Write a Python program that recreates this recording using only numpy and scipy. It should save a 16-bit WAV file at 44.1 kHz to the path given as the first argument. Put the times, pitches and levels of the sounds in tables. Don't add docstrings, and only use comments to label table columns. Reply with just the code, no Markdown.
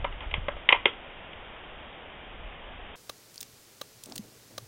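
import sys
import numpy as np
from scipy import signal
from scipy.fft import rfft, irfft, next_fast_len
from scipy.io import wavfile
from scipy.ndimage import uniform_filter1d

SR = 44100
rng = np.random.default_rng(int(sys.argv[2]) if len(sys.argv) > 2 else 0)


def wrap_up_sound(samples):
    columns = np.atleast_2d(samples).T
    tamed = np.clip(columns, -1, 1)
    steps = np.round(tamed * 32767).astype(np.int16)
    wavfile.write(sys.argv[1], SR, steps)


N = 206167
TIME = np.arange(N) / SR
AGE = np.arange(SR // 4) / SR

# (frequency [Hz], spectral density [dB])
DULL_HISS_SPECTRUM = [(50, -20.5), (125, -5), (200, -2.5), (330, -3), (480, -2.5), (600, -1), (800, -2),
                      (1400, -5.5), (2200, -5.5), (3100, -5), (3800, -8), (4400, -30.5), (7000, -49.5)]
OPEN_HISS_SPECTRUM = [(25, -7), (70, -2), (120, 0), (220, 0), (310, -0.5), (450, 1.5), (600, -3),
                      (900, -6.5), (1700, -7), (3200, -8), (4700, -5.5), (6300, -6.5), (10000, -10.5),
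                      (15800, -12.5)]
WIND_SPECTRUM = [(12, -3), (25, 3.5), (48, 0), (80, -5.5), (130, -16.5), (250, -35.5), (600, -67.5)]
CLOTH_SPECTRUM = [(60, -27), (160, 2.5), (290, 4), (700, -6.5), (1300, -24), (2500, -28), (8000, -50)]
TICK_SPECTRUM = [(300, -25), (1300, -21), (2600, 0.5), (5000, -1.5), (9000, -1), (13000, -11), (15500, 5.5)]
SNAP_SPECTRUM = [(170, -10.5), (380, -5), (540, 3.5), (850, -3.5), (1500, -17), (2600, -4), (3600, -1),
                 (4700, -6.5), (6200, -4.5), (8000, -15.5), (9500, -6.5), (12000, -23), (14000, -17),
                 (15500, -7.5)]
SWELL_SPECTRUM = [(200, -33), (480, -6), (620, -3.5), (800, -3.5), (1500, -28), (4000, -51)]
DRONE_SPECTRUM = [(30, -19), (85, -15), (116, 6), (150, -16.5), (400, -40), (1000, -78)]
SCUFF_SPECTRUM = [(300, -20), (700, 7), (1400, -5), (2400, -29), (8000, -45)]
SCRAPE_SPECTRUM = [(150, -21), (450, 4), (950, 5), (1600, -2.5), (2200, 1), (3400, -9), (6000, -12)]
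KNOCK_SPECTRUM = [(100, -31.5), (330, -6), (1000, 4), (1600, -4), (3000, -21.5), (6000, -47.5)]
CRACK_SPECTRUM = [(200, -33), (1500, -11.5), (2100, -2.5), (3100, 5), (3800, 1.5), (6000, -6.5),
                  (12000, -19)]
GARDEN_SPECTRUM = [(100, -4.5), (300, 3.5), (600, -12), (1400, 7.5), (2200, -2), (3600, 0.5),
                   (5000, -18), (9000, -30.5)]
# (frequency [Hz], gain [dB])
TREBLE_LOSS = [(3300, -0.5), (3650, -6), (3820, -14), (4000, -31), (4400, -34.5), (7000, -47), (10000, -53),
               (16000, -67.5)]

# (frequency [Hz], relative level [dB], 60 dB decay time [s])
CATCH_MODES = [(4850, 0, 0.07), (6400, -2, .16)]
CYLINDER_MODES = [(510, 1.5, 0.023), (1178, 2, 0.027), (1555, -1.5, 0.0095), (2750, -5.5, 0.013),
                  (3300, -3, 0.015), (3960, 6.5, 0.012), (6310, -2.5, 0.025)]
STEEL_MODES = [(1859, -16, 0.046), (2038, 2, 0.029), (2144, -2, 0.036), (2388, 0, 0.023),
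               (2578, -0.5, 0.02), (2819, -3, 0.029), (3000, 0, 0.022), (3290, -7, 0.039), (3320, -7, .02)]
STOCK_MODES = [(262, -8.5, 0.04), (358, -2.5, .075), (455, -5.5, 0.096), (578, 3, .042), (825, 1.5, 0.036),
               (940, 0.5, 0.043), (1015, 5, .032), (1157, 1.5, 0.035), (1390, -7, 0.03)]

# (time [s], level [dB])
WIND_LEVELS = [(0, -32.5), (.2, -45), (.33, -37.5), (.57, -41.5), (.71, -56), (.78, -42.5), (.86, -53),
               (1.1, -50.5), (2.24, -53), (2.3, -46.5), (2.47, -42), (2.53, -51.5), (2.95, -46.5)]
DRONE_LEVELS = [(3.9, -70.5), (4.2, -59), (4.47, -72), (4.6, -55.5), (4.67, -52)]
# (peak time [s], level [dB], 20 dB rise time [s], 20 dB fall time [s])
SLEEVE_STROKES = [(4.072, -50, .02, 0.13), (4.123, -45.5, 0.024, 0.031), (4.157, -58, .012, 0.053),
                  (4.23, -59.5, .06, 0.33), (4.515, -53, 0.017, 0.069), (4.67, -62, .15, .1)]
# (time [s], level [dB], frequency [Hz], 60 dB decay time [s])
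HANDLING_BUMPS = [(0.263, -34, 55, 0.078), (0.326, -28, 55, 0.11), (0.38, -28.5, 90.6, 0.042),
                  (3.534, -54.5, 128, 0.086), (4.1924, -36, 208.4, 0.066)]
# (time [s], level [dB])
BOLT_TICKS = [(3.3432, -53), (3.3582, -49.5), (4.037, -42), (4.0584, -46), (4.0983, -52)]
# (catch time [s], seating time [s], seating level [dB], lock level [dB])
BOLT_CLOSINGS = [(3.379, 3.4104, -37.5, -39), (4.1224, 4.1608, -38, -35)]
# (time [s], level [dB])
PISTON_SHOTS = [(3.0946, -35.5), (3.8132, -35.5), (4.579, -35)]
# (time [s], duration [s], level [dB])
BOLT_SLIDES = [(0.2, 0.063, -40), (0.345, 0.05, -42), (0.697, 0.025, -34)]
# (time [s], steel level [dB], steel centre [Hz], stock level [dB], stock centre [Hz],
# delay of first rebound [s])
BOLT_BLOWS = [(0.044, -33.5, 2070, -29, 593, .023), (0.0465, -33, 2150, -27.5, 1090, .02),
              (0.1248, -44.5, 2200, -49, 900, .012), (0.2065, -39, 2400, -45, 900, 0.023),
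              (0.3121, -36.5, 2650, -46, 800, 0.017), (0.3402, -24, 2650, -33, 652, .008),
              (0.4839, -31.5, 2490, -25, 600, 0.036), (0.566, -48.5, 2300, -40.5, 693, .02),
              (0.6896, -11, 2365, -26.5, 910, .0145), (0.725, -10.5, 2310, -17, 960, 0.022),
              (0.856, -13.5, 2778, -20, 440, 0.0088), (1.3321, -43.5, 3130, -58, 900, 0.022)]


def undb(db):
    return 10 ** (np.asarray(db) / 20)


def envelope(rows):
    return undb(np.interp(TIME, *np.transpose(rows)))


def level_at(hz, spectrum):
    points_hz, points_db = np.transpose(spectrum)
    return np.interp(np.log(hz), np.log(points_hz), points_db)


def noise(spectrum, size=len(AGE)):
    hz = np.maximum(np.fft.rfftfreq(size, 1 / SR), 1)
    x = irfft(undb(level_at(hz, spectrum)) * np.exp(2j * np.pi * rng.random(len(hz))), size)
    return x / x.std()


def filtered(x, response):
    size = next_fast_len(len(x) + 2048)
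    hz = np.maximum(np.fft.rfftfreq(size, 1 / SR), 1)
    return irfft(rfft(x, size) * undb(level_at(hz, response)), size)[:len(x)]


def wander(rate_hz):
    step = int(SR / rate_hz)
    return uniform_filter1d(np.repeat(rng.standard_normal(N // step + 1), step), step)[:N]


def decay(t60):
    return np.exp(-np.log(1000) * AGE / t60)


def unit(x):
    return x * np.sqrt(SR / 100 / np.sum(x ** 2))


def add(out, s, x):
    i = max(int(s * SR), 0)
    out[i:i + len(x)] += x[:len(out) - i]


def delayed(x, s):
    return np.concatenate([np.zeros(int(s * SR)), x])[:len(x)]


def focus(hz, centre_hz, octaves):
    return -20 * np.log10(1 + (np.log2(hz / centre_hz) / octaves) ** 2 / 2)


def ring(modes, centre_hz, octaves):
    out = np.zeros(len(AGE))
    for hz, db, t60 in modes:
        detune, phase = rng.standard_normal(2)
        cycles = hz * (1 + 0.0031 * detune) * AGE + phase
        out += undb(db + focus(hz, centre_hz, octaves)) * decay(t60) * np.sin(2 * np.pi * cycles)
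    return unit(out)


def dull_hiss():
    hiss = undb(-45.5) * noise(DULL_HISS_SPECTRUM, N) * undb(0.21 * wander(rate_hz=3.2))
    swell = noise(SWELL_SPECTRUM, N) * undb(-58 + 2.2 * wander(rate_hz=14))
    return hiss + swell


def open_air():
    drone = noise(DRONE_SPECTRUM, N) * envelope(DRONE_LEVELS)
    hiss = undb(-55.5) * noise(OPEN_HISS_SPECTRUM, N) * undb(0.32 * wander(rate_hz=4.86))
    return hiss + drone


def wind(buffet_db=2):
    return noise(WIND_SPECTRUM, N) * envelope(WIND_LEVELS) * undb(buffet_db * wander(rate_hz=12))


def garden_echo(direct):
    response = noise(GARDEN_SPECTRUM) * (decay(t60=0.16) + undb(-23) * decay(t60=0.7))
    response = delayed(response / np.sqrt(np.sum(response ** 2)), s=0.008)
    return undb(-19) * signal.fftconvolve(direct, response)[:N]


def sleeve():
    strokes = sum(undb(db - 20 * np.maximum((s - TIME) / rise, (TIME - s) / fall))
                  for s, db, rise, fall in SLEEVE_STROKES)
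    scuff = undb(-3) * noise(SCUFF_SPECTRUM, N) * strokes / strokes.max()
    return (noise(CLOTH_SPECTRUM, N) + scuff) * strokes * undb(3.9 * wander(rate_hz=120))


def bumps():
    out = np.zeros(N)
    for s, db, hz, t60 in HANDLING_BUMPS:
        onset = 1 - decay(t60=0.016)
        add(out, s, undb(db) * unit(np.sin(2 * np.pi * hz * AGE) * decay(t60) * onset))
    return out


def tick(centre_hz, octaves, t60):
    hz = np.geomspace(200, 16000, 80)
    spectrum = np.column_stack([hz, level_at(hz, TICK_SPECTRUM) + focus(hz, centre_hz, octaves)])
    click = unit(noise(spectrum) * decay(t60))
    return click + undb(-19.5) * ring(CATCH_MODES, centre_hz, octaves=2)


def bolt_ticks(touch_lead_s=0.0042, lock_delay_s=0.0187):
    out = np.zeros(N)
    for s, db in BOLT_TICKS:
        add(out, s, undb(db) * tick(centre_hz=6020, octaves=0.75, t60=0.013))
    for catch_s, seat_s, db, lock_db in BOLT_CLOSINGS:
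        add(out, catch_s, undb(db - 6) * tick(centre_hz=4790, octaves=0.11, t60=0.0066))
        add(out, seat_s - touch_lead_s, undb(db - 4) * tick(centre_hz=7600, octaves=0.45, t60=0.0086))
        add(out, seat_s, undb(db) * tick(centre_hz=6950, octaves=0.94, t60=0.0096))
        add(out, seat_s + lock_delay_s, undb(lock_db) * tick(centre_hz=4800, octaves=0.95, t60=0.0084))
    return out + undb(-11) * delayed(out, s=0.0026)


def piston():
    out = np.zeros(N)
    release = unit(noise(SNAP_SPECTRUM) * decay(t60=0.026) * (1 - decay(t60=0.0035)))
    landing = unit(noise(SNAP_SPECTRUM) * decay(t60=0.015))
    body = ring(CYLINDER_MODES, centre_hz=2500, octaves=2.3)
    snap = unit(release + delayed(landing, s=0.002907) + undb(4) * delayed(body, s=0.002597))
    for s, db in PISTON_SHOTS:
        chatter = unit(noise(SNAP_SPECTRUM) * decay(t60=0.028))
        add(out, s, undb(db) * (snap + undb(-6) * chatter))
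    return out


def contacts(rebounds=2, gap_s=0.013, loss_db=8.5):
    for s, steel_db, steel_hz, stock_db, stock_hz, rebound_s in BOLT_BLOWS:
        yield s, steel_db, steel_hz, stock_db, stock_hz
        for k in range(rebounds):
            db = steel_db - k * loss_db
            yield s + rebound_s + k * gap_s, db - 21, steel_hz, db - 16, stock_hz


def steel_clack(db, centre_hz, firm_db=-17, knee_hz=3100):
    tilt_db_per_octave = 0.16 * (db - firm_db)
    spectrum = [(hz, level + tilt_db_per_octave * max(np.log2(hz / knee_hz), 0))
                for hz, level in CRACK_SPECTRUM]
    crack = unit(noise(spectrum) * decay(t60=0.02))
    clack = ring(STEEL_MODES, centre_hz, octaves=0.4) + undb(-1.5) * crack
    return unit(clack * (1 - decay(t60=0.003)))


def stock_knock(steel_lead_db, centre_hz, doubling_db=4):
    octaves = min(0.26 * 2 ** (steel_lead_db / doubling_db), 1.1)
    modes = ring(STOCK_MODES, centre_hz, octaves)
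    thud = unit(noise(KNOCK_SPECTRUM) * decay(t60=0.04))
    return unit((modes + undb(-4.5) * thud) * (1 - decay(t60=0.0053)))


def bolt():
    out = np.zeros(N)
    for s, steel_db, steel_hz, stock_db, stock_hz in contacts():
        add(out, s, undb(steel_db) * steel_clack(steel_db, steel_hz))
        add(out, s, undb(stock_db) * stock_knock(steel_db - stock_db, stock_hz))
    for s, length, db in BOLT_SLIDES:
        stroke = np.sin(np.pi * np.minimum(AGE / length, 1))
        add(out, s, undb(db) * stroke * noise(SCRAPE_SPECTRUM))
    return out


def scene(switch_s=2.957, ceiling_db=-1.5):
    handling = bumps()
    clacks = bolt()
    cocking = clacks + garden_echo(clacks) + handling + dull_hiss() + wind()
    rounded = cocking / (1 + (cocking / undb(ceiling_db)) ** 4) ** 0.25
    muffled = filtered(rounded, TREBLE_LOSS)
    firing = piston() + bolt_ticks() + handling + sleeve() + open_air()
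    return np.where(TIME < switch_s, muffled, firing)[None]


def record(dry, cutoff_hz=15850):
    lowpass = signal.ellip(10, 0.2, 70, cutoff_hz, fs=SR, output="sos")
    return signal.sosfilt(lowpass, dry + undb(-93) * rng.standard_normal(dry.shape))


dry = scene()
out = record(dry)
wrap_up_sound(out)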